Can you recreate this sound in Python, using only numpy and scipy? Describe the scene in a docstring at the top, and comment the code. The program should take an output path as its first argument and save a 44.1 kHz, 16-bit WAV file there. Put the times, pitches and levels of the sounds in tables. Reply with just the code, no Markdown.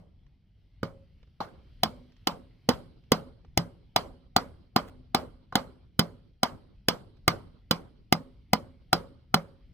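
"""Outdoors among trees, a steel hammer knocks a stack of upright studs sideways on a timber frame.
A low rumble and a hiss, both shaped noise, lie under everything, with small ticks and a scuff between blows.
Each blow is a set of dying sines for sill, studs and face, with a noise burst for the crack.
Frame, ground and trees scatter it back as decaying noise; two microphone ports hear it,
apart in level, phase and arrival time."""
import sys
import numpy as np
from scipy import signal
from scipy.fft import rfft, irfft, next_fast_len
from scipy.io import wavfile
from scipy.ndimage import uniform_filter1d

SR = 44100
rng = np.random.default_rng(int(sys.argv[2]) if len(sys.argv) > 2 else 0)


def natural_amplitude(level_db):
    """Convert a level in decibels to a linear amplitude factor, elementwise."""
    exponent = np.asarray(level_db, float) / 20
    return 10 ** exponent


def dump_mix(stems):
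    """Bounce the given channels to the path in sys.argv[1] as a 16-bit WAV at rate SR."""
    frames = np.atleast_2d(stems).T  # one column per channel
    limited = np.clip(frames, -1, 1)  # hard clip at full scale
    pcm = np.round(limited * 32767).astype(np.int16)
    wavfile.write(sys.argv[1], SR, pcm)


N = 429093
LEAD_IN = SR // 2  # samples ahead of time zero; also the length of a blow and its tail
FULL_SWING_DB = -19  # low knocks at or above this setting come from full swings


def evened(x):
    """Scales to rms 1."""
    return x / np.sqrt(np.mean(x ** 2) + 1e-20)


def smooth_noise(count, width):
    """Slowly wandering noise of rms 1: white noise averaged over width points."""
    return evened(uniform_filter1d(rng.standard_normal(count), width))


def lumps_over(grid):
    """Uneven clumps over frequency and time, rms 1."""
    return evened(uniform_filter1d(uniform_filter1d(grid, 6 * 1, 0), 8, 1))


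def read(points, hz, axis=1):
    """One column of a table, interpolated on a log-frequency axis."""
    points = np.asarray(points, float)
    return np.interp(np.log(hz + 1), np.log(points[:, 0] + 1), points[:, axis])


def add(mix, s, sound):
    """Mixes a sound in at time s."""
    part = mix[LEAD_IN + round(s * SR):][:len(sound)]
    part += sound[:len(part)]


def coloured(noise, points):
    """Noise shaped by a spectrum, rms 1."""
    gain = natural_amplitude(read(points, np.fft.rfftfreq(len(noise), 1 / SR)))
    return evened(irfft(rfft(noise) * gain, len(noise)))


def ring(modes, t, detune, spread_db, rise_s, near_hz=None):
    """Dying sines built up over the contact, shifted and weighted by the strike point, scaled by their first 8 ms."""
    hz, db, t60 = np.transpose(modes)[..., None]
    chance = rng.standard_normal((3, len(modes), 1))
    if near_hz:
        # the strike point favours modes near its pitch
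        db = db - np.minimum(40 * np.log2(hz / near_hz) ** 2, 13)
    level = natural_amplitude(db + spread_db * chance[0] - 60 * t / np.maximum(t60, .003))
    # long rings belong to the frame and shift less
    hz = hz * (1 + detune * chance[1] * np.minimum(0.14 / t60, 1))
    sines = level * np.sin(2 * np.pi * hz * t + 0.7 * chance[2])
    tone = -sines.sum(0) * (1 - np.exp(-t / rise_s)) ** 2
    return tone / np.sqrt((level[:, :350] ** 2).sum(0).mean() / 2)


# Bands that wood and ports favour, in the scatter and more weakly in the air.
# Each row: frequency in Hz, gain in dB.
RIDGES_DB = [(1500, -3), (1800, -5.5), (2150, 2.5), (2600, -5), (3100, 1.5), (3600, -3), (4200, 3.5),
             (4700, 3), (5100, 2.5), (5800, -2), (6500, -12.5)]
# Spectrum of the open air at the spot. Each row: frequency in Hz, relative density in dB per Hz.
AIR_SPECTRUM = [(12, -29.5), (29, -24.5), (39, 1.5), (47, -14), (79, -9.5), (187, -21.5), (399, -40),
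                (1150, -53), (1910, -49), (3100, -47.5), (5800, -60), (6720, -67), (14700, -63),
                (16000, -73)]
# How alike the air is at the two ports. Each row: frequency in Hz, likeness from 0 to 1.
AIR_LIKENESS = [(30, 0.9), (80, .96), (240, 0.95), (950, .9), (3770, 0.67), (15000, 0)]
# The rise and fall of the air above 1 kHz. Each row: time in seconds, relative level in dB.
HISS_LEVEL = [(0, -3.5), (2.2, 4.5), (3.6, -2), (6.5, -2.5), (8.5, -0.5)]


def air():
    """Distant rumble and hiss: noise shaped in frequency, lumpy in patches, with a slow swell."""
    frames, hz = N // 512 + 5, np.fft.rfftfreq(2048, 1 / SR)
    a, b, c, d, patches = rng.standard_normal((frames, 1025, 5)).T
    patches = evened(uniform_filter1d(uniform_filter1d(patches, 12, 0), 8, 1))
    swell = smooth_noise(frames, 20)
    same = read(AIR_LIKENESS, hz)[:, None]
    left = a + 1j * b
    right = same * left + np.sqrt(1 - same ** 2) * (c + 1j * d)
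    z = np.array([left, right])
    spectrum_db = read(AIR_SPECTRUM, hz) + .6 * read(RIDGES_DB, hz)
    z *= natural_amplitude(spectrum_db[:, None] + 2 * patches + 1.5 * swell)
    z[:, hz > 1000] *= natural_amplitude(np.interp(np.arange(frames) * 512 / SR, *np.transpose(HISS_LEVEL)))
    noise = signal.istft(z, nperseg=2048, noverlap=1536)[1][:, :N]
    return natural_amplitude(-56.5) * evened(noise)


def scatter(table, lift_db, start_s, rise_s, same, echo_db=0):
    """Dense reflections at two ports, each band dying at its own speed; lift_db colours them like the blow."""
    a, b = rng.standard_normal((2, LEAD_IN))
    hz, t, z = signal.stft([a, same * a + np.sqrt(1 - same ** 2) * b], SR, nperseg=512, noverlap=384)
    t60 = read(table, hz, axis=2)[:, None]
    colour_db = read(table, hz) + read(lift_db, hz) + read(RIDGES_DB, hz)
    # trunks and boards return uneven clumps
    z *= natural_amplitude(2.5 * lumps_over(rng.standard_normal(z.shape[1:])))
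    # a stand of trunks returns a soft bump in the tail, 0.29 s after the blow
    echo = echo_db * np.exp(-((t - 0.29) / 0.033) ** 2)
    z *= natural_amplitude(colour_db[:, None] - 60 * t / t60 + echo)
    tail = signal.istft(z, SR, nperseg=512, noverlap=384)[1][:, :LEAD_IN]
    t = np.arange(LEAD_IN) / SR
    fade_in = np.clip((t - start_s) / rise_s, 0, 1)
    return tail * fade_in * np.clip((t[-1] - t) / .05, 0, 1)


# Scatter from the trees around. Each row: frequency in Hz, level in dB, 60 dB decay time in seconds.
TREE_BANDS = [(100, -24, 1), (262, -29, 0.77), (770, -21.5, 0.4), (1350, -31, 0.5), (2320, -44, 0.43),
              (4100, -54.5, 0.81), (8460, -61, 0.24), (14700, -59, 0.35), (15900, -86, .3)]


def tree_scatter(colour_db):
    """The trees answer late, build up slowly and differ widely between the ports."""
    return scatter(TREE_BANDS, colour_db, start_s=0.0054, rise_s=0.065, same=0.2, echo_db=6)


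# Scatter from frame and ground close by. Each row: frequency in Hz, level in dB, 60 dB decay time in seconds.
NEAR_BANDS = [(106, -13, 0.69), (310, -21.5, 0.68), (700, -7, .14), (1180, -8.5, 0.19), (2160, -22, 0.15),
              (4430, -25.5, 0.13), (5600, -30, 0.15), (9600, -39.5, 0.42), (14800, -34.5, 0.2),
              (15500, -36, .15), (15900, -70.5, .1)]


def near_scatter(colour_db):
    """Frame and ground answer almost at once, more alike at the two ports."""
    return scatter(NEAR_BANDS, colour_db, start_s=0.00041, rise_s=0.00023, same=0.51)


# Modes of the studs, low then high, rung by ticks and blows alike.
# Each row: frequency in Hz, relative level in dB, 60 dB decay time in seconds.
STUD_LOW_MODES = [(342, -6, 0.062), (456, -6, 0.029), (482, -1, 0.028), (535, -1.5, 0.012),
                  (670, -8, 0.012), (753, -5, .022), (755, -7, 0.027), (804, -2.5, 0.014)]
STUD_HIGH_MODES = [(1051, -5, 0.052), (1195, -0.5, 0.034), (1415, 8, 0.013)]
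# Puff of a light tap, before it is narrowed around the pitch. Each row: frequency in Hz, level in dB.
PUFF_SPECTRUM = [(150, -2), (400, 0), (1000, -2), (2500, -2), (5500, -4), (7000, -20), (16000, -30)]


def tick(db, hz, puff_share):
    """A light tap on the same wood, with a puff of noise."""
    t = np.arange(4000) / SR
    spectrum = [(f, d - 0.56 * np.log2(f / hz) ** 2) for f, d in PUFF_SPECTRUM]
    puff = coloured(rng.standard_normal(len(t)), spectrum) * natural_amplitude(-60 * t / 0.032)
    puff *= 1 - np.exp(-t / 0.00069)
    modes = [*STUD_LOW_MODES, *STUD_HIGH_MODES]
    tap = ring(modes, t, detune=0.024, spread_db=1.5, rise_s=0.001, near_hz=hz)
    return natural_amplitude(db) * ((1 - puff_share) * tap + puff_share * puff)


# Light ticks of wood and glove. Each row: start in seconds, level in dB, pitch favoured in Hz,
# noise share from 0 to 1.
TICK_TIMES = [(0.265, -62, 450, 0.7), (1.229, -53.5, 450, 0.63), (1.273, -62.5, 385, 0.5),
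              (2.12, -61, 2850, 1), (2.165, -60, 2400, 0.94), (3.037, -64, 592, 1), (3.447, -52, 595, 0.4),
              (5.342, -69, 770, 0.72), (7.169, -65, 1495, 0.9)]


def add_ticks(mix):
    """Small taps, equal at both ports until the ports colour them."""
    for s, *tap in TICK_TIMES:
        add(mix, s, tick(*tap)[:, None] * np.ones(2))


# Spectrum of steel dragged over wood. Each row: frequency in Hz, relative level in dB.
SCUFF_SPECTRUM = [(600, -10), (1300, 4), (3000, -8), (7000, -17), (15000, -15), (16500, -30)]


def scuff():
    """The head drags briefly over the wood as it rebounds: a short bright scrape in uneven grains."""
    u = np.linspace(0, 1, round(.036 * SR))
    grains = natural_amplitude(4 * smooth_noise(len(u), 150))
    swell = np.sqrt(np.sin(np.pi * u).clip(0))
    return natural_amplitude(-60.5) * swell * grains * coloured(rng.standard_normal(len(u)), SCUFF_SPECTRUM)


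# Modes of the sill under the studs, then of the gaps between the studs.
# Each row: frequency in Hz, relative level in dB, 60 dB decay time in seconds.
SILL_MODES = [(107, -14.5, 0.49), (133.6, -3, 0.1), (168, -3, 0.19), (210, -5, 0.16), (223, 6, 0.057),
              (250, 3, 0.085), (299, 6.5, 0.063)]
GAP_MODES = [(240, -3, .5), (253, 1.5, .7), (266, -3, .5), (510, -5, .3), (532, -4, .4), (554, 0, .5),
             (578, -4, .4), (606, -5, .3)]


def knocked_wood(t, low_db, sill_hz, knock_hz, high_hz, thud_db, high_db, hollow_db):
    """Sill, studs and the hollow gaps ring; the studs slap together shortly after."""
    sill = ring(SILL_MODES, t, detune=.025, spread_db=1.5, rise_s=.001, near_hz=sill_hz)
    # light taps reach only the narrow gaps
    gap_hz = 565 if low_db < FULL_SWING_DB else None
    hollow = ring(GAP_MODES, t, detune=.05, spread_db=3, rise_s=.004, near_hz=gap_hz)
    hollow *= 1 + .55 * smooth_noise(len(t), 900)  # loose studs blur the ring
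    low = ring(STUD_LOW_MODES, t, detune=.02, spread_db=1.5, rise_s=.0008, near_hz=knock_hz)
    high = ring(STUD_HIGH_MODES, t, detune=.02, spread_db=2, rise_s=.0007, near_hz=high_hz)
    push = 1 + 1.6 * np.exp(-t / 0.0036)  # extra thud while the head presses on the wood
    wood = natural_amplitude(thud_db + 4) * push * sill + low + natural_amplitude(high_db + 2.5) * high
    slap = round(.023 * rng.uniform(.8, 1.2) * SR)
    wood[slap:] += natural_amplitude(-18.5) * (low + high)[:-slap]
    return wood + natural_amplitude(hollow_db) * hollow


# Modes of the face. Each row: frequency in Hz, relative level in dB,
# 60 dB decay time in seconds (at least 3 ms when rung).
FACE_MODES = [(2092, -7, 0.035), (2860, -9, 0.0029), (3017, -8, 0.031), (3480, -11.5, 0.042),
              (4082, -1, 0.034), (4940, 0, 0.061), (5050, 0, 0.025), (6800, -11.5, 0.028),
              (7940, -11, 0.0029), (15760, -11, 0.0027)]
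# Spectrum of the crack. Each row: frequency in Hz, relative level in dB.
CRACK_SPECTRUM = [(1200, -5.5), (2500, 0.5), (5500, 3), (7500, -8), (10500, -7), (12000, -2.5), (15300, -7),
                  (16000, -13.5), (17000, -19.5)]


def steel_crack(t, face_hz, crack_db):
    """The face bottoms out 0.8 ms after the wood gives: it rings, with a noise burst that dies in two stages."""
    late = np.maximum(t - .0008, 0)
    face = ring(FACE_MODES, late, detune=.015, spread_db=2, rise_s=.0003, near_hz=face_hz)
    burst = (1 - np.exp(-late / .0003)) * (natural_amplitude(-60 * late / .012) + .1 * natural_amplitude(-60 * late / .045))
    crack = coloured(rng.standard_normal(len(t)), CRACK_SPECTRUM) * burst
    return natural_amplitude(5) * face + natural_amplitude(0.23 * crack_db + 14.5) * crack  # soft blows are duller


def strike(s, low_db, thud_db, high_db, tail_db, sill_hz, knock_hz, high_hz, face_hz, crack_db, loose=0):
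    """One blow with its own scattered tail, as no two land on the same spot."""
    crack_db = crack_db - low_db
    # soft blows sound hollower
    hollow_db = -20.5 if loose else -16 if low_db < FULL_SWING_DB - 5 else -27
    treble_db, trees_db = -0.5 * loose, 5.5 * loose  # glancing knocks get more of the trees
    colour_db = [(200, 0.31 * thud_db), (700, 0.015), (1400, 0.26 * high_db),
                 (3000, 0.15 * crack_db + treble_db), (12000, 0.071 * crack_db + treble_db)]
    tail = near_scatter(colour_db) + natural_amplitude(trees_db) * tree_scatter(colour_db)
    t = np.arange(LEAD_IN) / SR
    wood = knocked_wood(t, low_db, sill_hz, knock_hz, high_hz, thud_db, high_db, hollow_db)
    direct = natural_amplitude(low_db - 2.5) * (wood + natural_amplitude(crack_db - 8.5) * steel_crack(t, face_hz, crack_db))
    return s, (direct + natural_amplitude(tail_db) * tail).T


# Glancing knocks that mostly shake the stack; the first starts before time zero.
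# Each row: start in seconds, low knock setting in dB, thud and high knock settings against it in dB,
# tail setting in dB, pitch favoured in sill, low knock, high knock and face in Hz, crack setting in dB.
# The functions above trim these dB settings.
GLANCING_KNOCKS = [(-0.05, -43.5, 5, -29, -21.5, 150, 700, 1100, 3000, -64),
                   (1.404, -35, -8.5, -1.5, -9, 176, 622, 1120, 3460, -48.5),
                   (5.5242, -36.5, -12, 3.5, -24, 139.8, 825, 1065, 3000, -54.5)]


def add_glancing_knocks(mix):
    """Weak knocks that leave a fuller tail from the trees."""
    for row in GLANCING_KNOCKS:
        add(mix, *strike(*row, loose=1))


# The hammer blows. Each row: the same columns as the glancing knocks.
HAMMER_BLOWS = [(0.83, -26, -3.5, -2.5, -12.5, 128.3, 537, 1250, 2900, -37),
                (1.8329, -12.5, -10.5, -15.5, -4, 215.3, 772, 1035, 3020, -14.5),
                (2.271, -15.5, -10, -10.5, -4, 220.6, 724, 1028, 3032, -16.5),
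                (2.689, -12.5, -8, -9.5, 0.5, 228.5, 500, 1206, 2690, -16),
                (3.1183, -13, -8.5, -8, -1, 189.2, 535, 1060, 2022, -14.5),
                (3.574, -16.5, -4, -15.5, -5, 144.4, 785, 1060, 2640, -15.5),
                (3.961, -13, -18.5, -10.5, 0, 170, 785, 1207, 3030, -15.5),
                (4.363, -12, -15, -5, -2, 214.6, 760, 1257, 3890, -14.5),
                (4.7613, -13.5, -12.5, -4, -1.5, 196.3, 758, 1180, 3700, -17.5),
                (5.1463, -14, -13, -6, -1, 220.5, 731, 1190, 3500, -16.5),
                (5.5541, -15.5, -11, -4, -1.5, 210, 733, 1222, 2720, -17),
                (5.9922, -16, -5, -4.5, -4, 178.7, 506, 1173, 2950, -12.5),
                (6.431, -16.5, -13, -3.5, -2, 223, 777, 1215, 3040, -16.5),
                (6.884, -16, -9.5, -11.5, -1, 216.9, 570, 1095, 2925, -13),
                (7.2783, -18, -5, 4.5, -0.5, 168, 830, 1400, 2500, -12.5),
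                (7.7101, -19, -6, 0, -3.5, 173.7, 570, 1230, 3010, -15),
                (8.1243, -14, -7.5, -6.5, -6.5, 178.5, 779, 1143, 2390, -12.5),
                (8.532, -13.5, -10, -5, -5.5, 200, 670, 1087, 2385, -14.5),
                (8.929, -13, -13.5, -0.5, -1.5, 177.7, 772, 1470, 3860, -14),
                (9.342, -13.5, -8, 1.5, -5, 178.4, 761, 1460, 3240, -13.5)]


def add_hammer_blows(mix):
    """The main blows, each with its own favoured pitches."""
    for row in HAMMER_BLOWS:
        add(mix, *strike(*row))


# Level between the two ports. Each row: frequency in Hz, left over right in dB.
PORT_LEVEL = [(60, 0), (99, 0), (160, 0), (270, -3), (450, -5.5), (740, 5), (1220, -4), (2010, -3),
              (3330, -8.5), (5500, -2), (9080, 5.5), (15000, 7.5)]
# The housing bends the left phase against the right. Each row: frequency in Hz, phase in radians.
PORT_PHASE = [(60, .1), (300, .35), (780, -.5), (1300, -1.7), (1800, -.4), (2800, -.3), (4000, -.3),
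              (5000, 0), (5800, .9), (7000, 1.2), (8300, .8), (9200, 2.3), (12000, 1.9), (13200, .2),
              (14300, 1.8), (15300, .5)]


def ports(x):
    """Two microphone ports: level, phase and a 0.105 ms left lead are split evenly between them."""
    hz = np.fft.rfftfreq(x.shape[-1], 1 / SR)
    phase = np.pi * hz * .000105 + .5 * read(PORT_PHASE, hz)
    half = natural_amplitude(read(PORT_LEVEL, hz) / 2) * np.exp(1j * phase)
    return irfft(rfft(x) * np.array([half, 1 / half]), x.shape[-1])


def scene():
    """Ticks, a scuff, glancing knocks and blows reach the ports over the air."""
    mix = np.zeros((next_fast_len(LEAD_IN + N), 2))
    add_ticks(mix)
    add(mix, 4.868, scuff()[:, None] * np.ones(2))
    add_glancing_knocks(mix)
    add_hammer_blows(mix)
    # the knocks carry little below 60 Hz
    mix = signal.lfilter(*signal.butter(2, 60, "high", fs=SR), mix, axis=0)
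    return air() + ports(mix.T)[:, LEAD_IN:LEAD_IN + N]


def top_cut(x):
    """Nothing passes above the cut-off."""
    return signal.sosfilt(signal.butter(12, 17670, fs=SR, output="sos"), x)


def record(dry):
    """The input stage flattens peaks softly towards 0.97, then a steep filter ends the band at 16.95 kHz."""
    flattened = 0.97 * np.tanh(dry / 0.97)
    edge = signal.firwin(511, 16950, window=("kaiser", 9), fs=SR)
    mix = signal.oaconvolve(flattened, edge[None], "same")
    return top_cut(mix)


dry = scene()
out = record(dry)
dump_mix(out)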